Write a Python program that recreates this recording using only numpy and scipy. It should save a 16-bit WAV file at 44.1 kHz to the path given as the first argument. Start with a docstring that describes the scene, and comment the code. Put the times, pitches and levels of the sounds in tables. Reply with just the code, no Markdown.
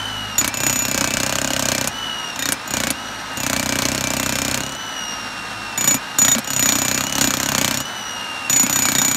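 """An electric breaker chisels at the stony edge of a pit, about a metre from the microphone.
First its motor whines freely while a generator hums further off. From 0.4 s it is pressed down nine
times: the motor sags and the ram strikes some 32 times a second. Each blow cracks on the steel, knocks
the stone and thuds in the ground; then grit crunches and a loose chisel rings on. After each press the
motor surges and begins to settle. The last press runs until the sound ends, just after 9 s."""
import sys
import numpy as np
from scipy import signal
from scipy.fft import rfft, irfft
from scipy.io import wavfile
from scipy.ndimage import uniform_filter1d

SR = 44100
rng = np.random.default_rng(int(sys.argv[2]) if len(sys.argv) > 2 else 0)


def persist_wave(psi):
    """Save psi, clipped to +-1, as 16-bit WAV."""
    counts = np.round(np.clip(psi, -1, 1) * 32767).astype(np.int16)
    wavfile.write(sys.argv[1], SR, np.atleast_2d(counts).T)


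N = 403956
T = np.arange(N) / SR


def undb(db):
    """Turn decibels into a factor to multiply by."""
    return 10 ** (np.asarray(db) / 20)


def unit(x):
    """Scale a signal to an average size (rms) of 1."""
    return x / np.sqrt(np.mean(x ** 2))


def curves(table, at):
    """Read a table's columns at the given times, drawing straight lines between its rows."""
    times, *columns = np.transpose(table)
    return [np.interp(at, times, column) for column in columns]


def colour(x, points):
    """Shape the tone with (f/Hz, level/dB) points; white noise keeps its overall level."""
    hz, db = np.transpose(points)
    gain = undb(np.interp(np.log(np.fft.rfftfreq(4096, 1 / SR) + 1), np.log(hz), db))
    # fold the filter so that nothing sounds before its cause
    cepstrum = irfft(np.log(gain))
    half = len(cepstrum) // 2
    cepstrum[1:half] *= 2
    cepstrum[half:] = 0
    response = irfft(np.exp(rfft(cepstrum)))
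    return signal.fftconvolve(x, response / np.linalg.norm(response))[:len(x)]


def wander(rate_hz):
    """A smooth random wobble of about size 1."""
    hold = max(int(SR / rate_hz), 1)
    steps = np.repeat(rng.standard_normal(N // hold + 1), hold)
    return unit(uniform_filter1d(steps, hold)[:N])


def last_blow(times):
    """For each sample: which blow came last, and how many seconds ago."""
    latest = np.maximum(np.searchsorted(times, T) - 1, 0)
    return latest, np.where(T > times[0], T - times[latest], 1)


def place(times, db, shapes):
    """Put one sound at each time; db is the level that 32 of them a second would have."""
    out = np.zeros(N + SR)
    for start_s, gain, shape in zip(times, undb(db), shapes):
        i = int(start_s * SR)
        out[i:i + len(shape)] += gain * shape * np.sqrt(SR / 32) / np.linalg.norm(shape)
    return out[:N]


def strike(times, db, tones, lag_s, scatter, uneven_db):
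    """A struck thing's tones, a little different each time; each drops 60 dB in its fade time."""
    longest_s = max(fade_s for _, _, fade_s in tones)
    t = np.arange(min(int(SR * longest_s), SR // 4)) / SR
    shapes = 0
    for k, (hz, tone_db, fade_s) in enumerate(tones):
        detune, size = rng.standard_normal((len(times), 2)).T[:, :, None]
        swing = np.sin(2 * np.pi * hz * (1 + scatter * detune) * t)
        fade = np.exp(-np.log(1000) * t / fade_s)
        shapes = shapes + (-1) ** k * undb(tone_db + uneven_db * size) * swing * fade
    return place(times + lag_s, db, shapes)


# how fast the generator fires and how loud it is: t/s, f/Hz, level/dB
GENERATOR_RUN = [(0, 52, -39.5), (.35, 52, -42), (2.1, 53, -48), (2.3, 53, -56), (3.2, 53.5, -47),
                 (4.9, 53.5, -52), (5.6, 53.5, -44.5), (6.1, 53.5, -57), (9.16, 53.5, -56)]
# the tones of its hum: multiple of the firing rate, level/dB
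HUM_TONES = [(1, -3), (2, 0.5), (3, -12), (4, -3), (5, -3)]
def generator():
    """A small engine's exhaust hums further off, wavering a little."""
    hz, db = curves(GENERATOR_RUN, T)
    phase = 2 * np.pi * np.cumsum(hz * (1 + 0.0071 * wander(12))) / SR
    tones = (undb(db + tone_db + 2 * wander(9.8)) * np.sin(k * phase) for k, tone_db in HUM_TONES)
    return np.sqrt(2) * sum(tones)


# the tone of the rushing air: f/Hz, level/dB
AIR_TONE = [(30, -19), (140, -10.5), (250, -4), (400, -12.5), (650, -7.5), (930, -2.5), (1180, -7.5),
            (1550, -2), (2400, -13), (4200, -12), (4850, -17.5), (5800, -17.5), (8600, -24.5),
            (16000, -39.5)]
def cooling_air(hammering):
    """Air rushes through the motor, a little quieter while the ram strikes."""
    rush = colour(rng.standard_normal(N), AIR_TONE)
    return rush * undb(-30 - 1.5 * hammering + 0.6 * wander(50))


# the gears' tones: multiple of the shaft speed, free level/dB, loaded level/dB
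GEAR_TONES = [(4, -40, -49), (8, -50, -36), (12, -52, -57), (17, -59, -49)]
def gears(angle, load):
    """The gears sing; load changes which of their tones stand out."""
    out = 0
    for k, free_db, loaded_db in GEAR_TONES:
        db = free_db + (loaded_db - free_db) * load + (1.5 + 2 * load) * wander(90)
        out = out + undb(db) * np.sin(k * angle)
    return np.sqrt(2) * out


# how loud the fan is as the tool turns: t/s, level/dB
FAN_LEVEL = [(0, -42.5), (.35, -42.5), (.6, -43), (1.0, -39), (1.5, -41), (1.8, -45), (2.0, -41),
             (2.28, -40), (2.4, -48), (4.25, -43), (4.7, -45.5), (5.0, -38.5), (5.3, -44.5), (5.7, -47.5),
             (7.9, -41.5), (8.1, -41), (9.16, -49)]
# the whine's tones: multiple of the shaft speed, added level/dB, slow wobble/dB
WHINE_TONES = [(8.93, 8, 2.5), (17.9, 1, 3.5), (27, -11, 2), (36, -12, 1), (45, -36, 3)]
def fan_whine(angle, load):
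    """The fan's whine follows the shaft speed and gets quieter under load."""
    fan_db, = curves(FAN_LEVEL, T)
    # the piston loads the shaft twice for each turn of the crank, so the whine flutters
    flutter = 1 + .5 * np.sin(2 * angle / TURNS_PER_BLOW + .7 * wander(25))
    waver = undb(1.8 * wander(110))
    tones = sum(undb(fan_db + db + wobble_db * wander(6)) * np.sin(k * angle)
                for k, db, wobble_db in WHINE_TONES)
    return np.sqrt(2) * tones * flutter * waver * undb(-7 * load)


def coast(age, from_hz, surge_hz, free_hz=305.2, rise_s=.07, settle_s=.25):
    """Let go, the motor speeds up too far and its speed control reins it in."""
    settle, rise = (np.exp(-np.maximum(age, 0) / s) for s in (settle_s, rise_s))
    return free_hz + (from_hz - free_hz) * settle + surge_hz * (settle - rise)


def shaft_speed(lean_s=0.0692):
    """Turns a second: leaning on the tool drags the motor down, and it coasts in between."""
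    t = T[::100]
    hz = coast(t + .12, from_hz=305.2, surge_hz=80)  # the tool has only just been lifted
    for press, (*_, surge_hz) in zip(PRESSES, PRESS_SPOTS):
        start, end = press[0][0], press[-1][0]
        working_hz = curves(press, t)[0]
        pressed = np.clip(1 + (t - start) / lean_s, 0, 1)
        released_hz = coast(t - end, working_hz[-1], surge_hz)
        hz = np.where(t < end, hz + pressed * (working_hz - hz), released_hz)
    return np.interp(T, t, hz)


def motor(times):
    """One shaft drives the fan and the gears, while cooling air rushes."""
    hz = shaft_speed()
    _, age = last_blow(times)
    hammering = uniform_filter1d(1. * (age < .05), SR // 20)
    load = hammering * np.clip((326 - hz) / 30, 0, 1)  # the harder it works, the slower it turns
    stumble = 0.0108 * load * np.cos(2 * np.pi * 32 * age)  # the shaft trips at each blow and recovers
    jitter = (.0012 + 0.0084 * load) * wander(130)
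    angle = 2 * np.pi * np.cumsum(hz * (1 + stumble + jitter)) / SR
    return fan_whine(angle, load) + gears(angle, load) + cooling_air(hammering)


def grit(times, db, crumbs_per_s=5000, fade_s=0.014):
    """Crumbs of stone crunch after each blow."""
    latest, age = last_blow(times)
    crumbs = (rng.random(N) < crumbs_per_s / SR) * rng.standard_normal(N)
    crumbs *= undb(2.7 * rng.exponential(size=N))  # a few are much louder
    crunch = colour(unit(crumbs), [(150, -3.5), (300, 10.0), (450, -6.5), (1000, 1), (1600, -3.5),
                                   (2200, 1.5), (4000, -8.5), (8000, -6.5), (15000, -22)])
    return crunch * undb(db[latest] + 9) * np.exp(-age / fade_s)


# the low tones of ground and housing under a blow: f/Hz, level/dB, fade time/s
GROUND_TONES = [(69.2, -7, 0.14), (134.8, -3, 0.13), (211, -1, 0.09), (272.3, 2.5, 0.086)]
# the tip sinks in and a clod of earth gives way: t/s, level/dB
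CLOD_THUDS = [(.977, -23), (1.009, -24), (2.836, -28), (5.944, -27), (6.350, -22), (7.275, -28),
              (8.633, -23.5)]
def ground(times, boom_db, thud_db, uneven):
    """The ground booms and thuds at every blow, with a heavy thud when a clod gives way."""
    boom = strike(times, boom_db, GROUND_TONES[:1], lag_s=0.0012, scatter=.015, uneven_db=1)
    thud = strike(times, thud_db, GROUND_TONES[1:],
                  lag_s=0.0018, scatter=.015 * uneven, uneven_db=2.5 * uneven)
    clods = strike(*np.transpose(CLOD_THUDS), GROUND_TONES[2:], lag_s=0.0029, scatter=.06, uneven_db=2.5)
    return boom - thud + clods


# the stone's tones: f/Hz, level/dB, fade time/s
STONE_TONES = [(384, -16.5, 0.07), (545.5, -3, 0.086), (637, 2.5, 0.039), (747, -1, 0.016)]
def stone_knock(times, db, uneven):
    """The stone gives a short knock as the tip bites."""
    return undb(-1) * strike(times, db, STONE_TONES,
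                             lag_s=0.00086, scatter=0.019 * uneven, uneven_db=3.4 * uneven)


# the tones of the tool's housing: f/Hz, level/dB, fade time/s
HOUSING_TONES = [(1562, -1, 0.086), (2910, 3.5, 0.034), (3104, -10, 0.029), (4630, 0, 0.031),
                 (5230, -3.5, 0.083), (6700, 5, 0.02), (6940, 14.5, 0.015), (8650, 3.5, 0.03)]
def housing_clank(times, db, uneven):
    """The housing clanks when the chisel sits hard on the stone."""
    return undb(2) * strike(times, db, HOUSING_TONES,
                            lag_s=0.001103, scatter=0.015 * uneven, uneven_db=4.64 * uneven)


# glancing hits on the chisel's shank, its long stem: t/s, level/dB
GLANCES = [(2.393, -33), (2.425, -27), (2.457, -29.5), (6.280, -23), (6.314, -25), (6.625, -29),
           (6.689, -30), (8.758, -29), (8.951, -28), (8.984, -23)]
# the tones of the bending shank: f/Hz, level/dB, fade time/s
SHANK_TONES = [(1900, 4, .05), (3750, -3, 0.13), (3670, 1, 0.093), (5360, -7, .06)]
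def shank_clangs():
    """The shank glances off stone, bends to and fro, and clangs."""
    return strike(*np.transpose(GLANCES), SHANK_TONES, lag_s=.0005, scatter=.006, uneven_db=2)


# the tip breaks through: t/s, level/dB, wait for the second clack/s
BREAKTHROUGHS = [(0.477, -26.5, 0.0052), (1.875, -28, 0.0052), (2.522, -21.5, 0.0059), (2.904, -24, .005),
                 (5.943, -28, 0.007), (6.383, -28, 0.0082), (8.632, -26, 0.006)]
def striker_clacks(ring_s=0.0016, second_db=-3):
    """The steel striker hits its catcher twice, with two bright, dry clicks."""
    t = np.arange(SR // 30) / SR
    times, db, gaps = np.transpose(BREAKTHROUGHS)
    late = t - gaps[:, None]
    envelope = np.exp(-t / ring_s) + undb(second_db) * (late > 0) * np.exp(-np.abs(late) / ring_s)
    clicks = place(times, db, envelope * rng.standard_normal(envelope.shape))
    return colour(clicks, [(1000, -16), (4500, -21), (8500, 11), (12000, 11), (15500, -27)])


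# the chisel's tones: f/Hz, level/dB, fade time when loose/s, jolt per blow/rad, share of the swell in dB
CHISEL_TONES = [(3645, -14, .07, 2.5, .9), (5790, -8, .07, 2.5, .9), (6914, 1.3, .19, 1.2, 1),
                (8274, -7, .045, 2.5, .7), (11090, -14, .04, 2.5, .7), (13346, -6, .075, 1.7, .5),
                (14160, -11, .05, 2.5, .7)]
def chisel_ring(times, db, full_db=-20, grip_db=-31, gripped=0.035, stop_s=0.035):
    """The steel bar rings on between blows; gripped by the soil it is quieter and dies faster."""
    latest, age = last_blow(times)
    looseness = np.clip(gripped + (1 - gripped) / (1 + np.exp((grip_db - db) / 3)), .05, 1)[latest]
    ring = 0
    for hz, tone_db, fade_s, jolt, share in CHISEL_TONES:
        phase = np.cumsum(jolt * rng.standard_normal(len(times)))[latest]  # each blow jolts the ring
        uneven_db = 1.8 * rng.standard_normal(len(times))
        size_db = full_db + share * (db - full_db) + tone_db + uneven_db
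        fade = np.exp(-np.log(1000) * age / (fade_s * looseness))
        ring = ring + undb(size_db)[latest] * fade * np.sin(2 * np.pi * hz * T + phase)
    rise = 1 - np.exp(-age / 0.0011)
    settle = np.exp(-np.maximum(age - stop_s, 0) / 0.0056)  # with no new blow, it rests on the ground
    return undb(6.5) * ring * rise * settle


# the tone of the crack: f/Hz, level/dB
CRACK_TONE = [(400, -26), (800, -1), (1600, 2.5), (2100, -3), (2900, -1), (3700, -0.5), (4400, 3.5),
              (4900, -10.5), (6000, 3.5), (6900, 1.5), (7600, -3), (10300, -17), (13300, -6.5),
              (15800, -22)]
def steel_crack(times, db, snap_s=0.00069, peak_s=0.0018, tail_db=-13, tail_s=0.017, alike=0.033):
    """Steel hits steel: a short snap and a rattling tail, slightly alike from blow to blow."""
    t = np.arange(SR // 20) / SR
    shared = np.sqrt(alike) * rng.standard_normal(len(t))
    fresh = np.sqrt(1 - alike) * rng.standard_normal((len(times), len(t)))
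    snap = np.exp(-((t - peak_s) / snap_s) ** 2)
    rattle = undb(tail_db) * np.exp(-(t / tail_s) ** 2)
    uneven_db = 1.3 * rng.standard_normal(len(times))
    cracks = place(times, db + uneven_db, (shared + fresh) * (snap + rattle))
    return undb(7) * colour(cracks, CRACK_TONE)


TURNS_PER_BLOW = 9.33
def blow_times(press):
    """The crank throws the ram once in so many shaft turns, so the blows slow down with the motor."""
    t = np.linspace(press[0][0], press[-1][0], SR // 10)
    turns = np.cumsum(curves(press, t)[0]) * (t[1] - t[0])
    count = round(turns[-1] / TURNS_PER_BLOW) + 1
    return np.interp(np.linspace(turns[0], turns[-1], count), turns, t)


# one list per press, from first blow to last: t/s, shaft f/Hz, force level/dB, ring level/dB
PRESSES = [
    [(0.381, 308.3, -31, -14.5), (0.412, 298.5, -30.5, -30), (0.444, 285, -28.5, -38),
     (0.477, 287, -31.5, -40)],
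    [(0.54, 296.4, -40.5, -31.5), (0.664, 299.7, -28.5, -19.5), (0.789, 295.7, -37.5, -22.5),
     (0.85, 306.7, -34.5, -29.5), (1.008, 282, -27, -31), (1.105, 292.4, -33.5, -32),
     (1.137, 292.5, -30.5, -34), (1.503, 315.4, -33.5, -55), (1.717, 293.6, -29, -41),
     (1.873, 301, -33.5, -33)],
    [(2.359, 306, -45, -43), (2.391, 301.7, -37, -29.5), (2.489, 295.4, -30.5, -31), (2.521, 287, -30, -37)],
    [(2.676, 318.7, -45, -32.5), (2.736, 307.2, -31, -29), (2.834, 273, -30.5, -37),
     (2.903, 287.7, -31, -33)],
    [(3.371, 314.8, -38.5, -30), (3.496, 279.6, -30, -32), (3.628, 296, -32.5, -35),
     (3.852, 286.1, -30.5, -35), (3.976, 312.5, -34, -39), (4.071, 289.4, -33, -43),
     (4.165, 299.2, -32, -29.5), (4.55, 297.7, -32.5, -34), (4.63, 320.7, -39.5, -41),
     (4.749, 329.3, -46.5, -48)],
    [(5.776, 297.3, -39.5, -20.5), (5.842, 290.6, -32.5, -22.5), (5.875, 290.6, -29, -13.5),
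     (5.942, 286.3, -32, -23)],
    [(6.185, 308, -31, -11), (6.247, 291, -28, -17.5), (6.281, 278.6, -27, -16), (6.314, 278.4, -32, -14.5),
     (6.347, 280.6, -30.5, -47), (6.382, 285.5, -31.5, -46)],
    [(6.444, 311.4, -44, -34), (6.502, 324.7, -35.5, -27), (6.625, 292, -28, -19),
     (6.975, 296.7, -29.5, -28), (7.096, 331.2, -36.5, -34), (7.182, 327, -28.5, -30),
     (7.211, 311.4, -24, -21), (7.306, 285, -30.5, -29), (7.46, 326.5, -31, -31), (7.613, 284.8, -26, -30),
     (7.711, 294, -29, -31), (7.802, 317, -34, -30)],
    [(8.497, 306, -31, -17.5), (8.595, 262.8, -30, -14.5), (8.667, 284.7, -33, -29),
     (8.697, 305, -31.5, -20.5), (8.886, 286.4, -28, -20), (8.918, 286.7, -28.5, -25.5),
     (8.983, 287.6, -27.5, -17.5), (9.145, 289.3, -33, -21.5)],
]
# how each press's spot answers a firm blow, and the motor's surge on letting go:
# thud level/dB, boom level/dB, knock level/dB, clank level/dB, grit level/dB, surge f/Hz
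PRESS_SPOTS = [(-32, -38, -38, -41, -31.5, 20), (-28, -39.5, -30.5, -30, -30.5, 68),
               (-31, -43, -34, -30.5, -31, 25), (-27.5, -37, -31.5, -32, -30.5, 70),
               (-25.5, -36, -30.5, -31.5, -28.5, 26.5), (-28, -44, -31, -31, -26, 47.5),
               (-28.5, -44, -32, -40, -33, 45), (-29, -42, -34, -33, -31.5, 48.5),
               (-29, -45, -36, -33.5, -29.5, 39)]
def ram_blows(firm_db=-30, soil_share=0.87, seated_ring_db=-29, seated_share=.15):
    """Each blow's time, and how hard it drives the crack, thud, boom, knock, clank, grit and ring."""
    rows = []
    for press, (thud_db, boom_db, knock_db, clank_db, grit_db, _) in zip(PRESSES, PRESS_SPOTS):
        times = blow_times(press)
        _, force_db, ring_db = curves(press, times)
        push_db = force_db - firm_db
        soil_db = soil_share * push_db
        # the less the chisel rings, the more of the blow goes into the stone
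        stone_db = soil_db + seated_share * (seated_ring_db - ring_db)
        rows.append([times, force_db, thud_db + soil_db, boom_db + soil_db, knock_db + stone_db,
                     clank_db + stone_db, grit_db + push_db, ring_db])
    return np.hstack(rows)


def scene():
    """The blows, the motor and the generator, heard in the open air."""
    times, crack_db, thud_db, boom_db, knock_db, clank_db, grit_db, ring_db = ram_blows()
    # a firmly seated chisel strikes more evenly; a loose one dances
    uneven = np.interp(ring_db, [-36, -26], [.4, 1])[:, None]
    steel = steel_crack(times, crack_db) + chisel_ring(times, ring_db) + striker_clacks()
    body = shank_clangs() + housing_clank(times, clank_db, uneven)
    earth = ground(times, boom_db, thud_db, uneven)
    stone = stone_knock(times, knock_db, uneven) + grit(times, grit_db)
    return (steel + body + earth + stone + motor(times) + generator())[None]


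def record(dry, bass_hz=45, top_hz=15600):
    """The sound loses its deepest bass, its peaks are rounded and its highest treble is cut."""
    thin = signal.sosfilt(signal.butter(3, bass_hz, "highpass", fs=SR, output="sos"), dry)
    rounded = .8 * np.tanh(thin / .8)
    return signal.sosfilt(signal.ellip(8, .2, 70, top_hz, fs=SR, output="sos"), rounded)


dry = scene()
out = record(dry)
persist_wave(out)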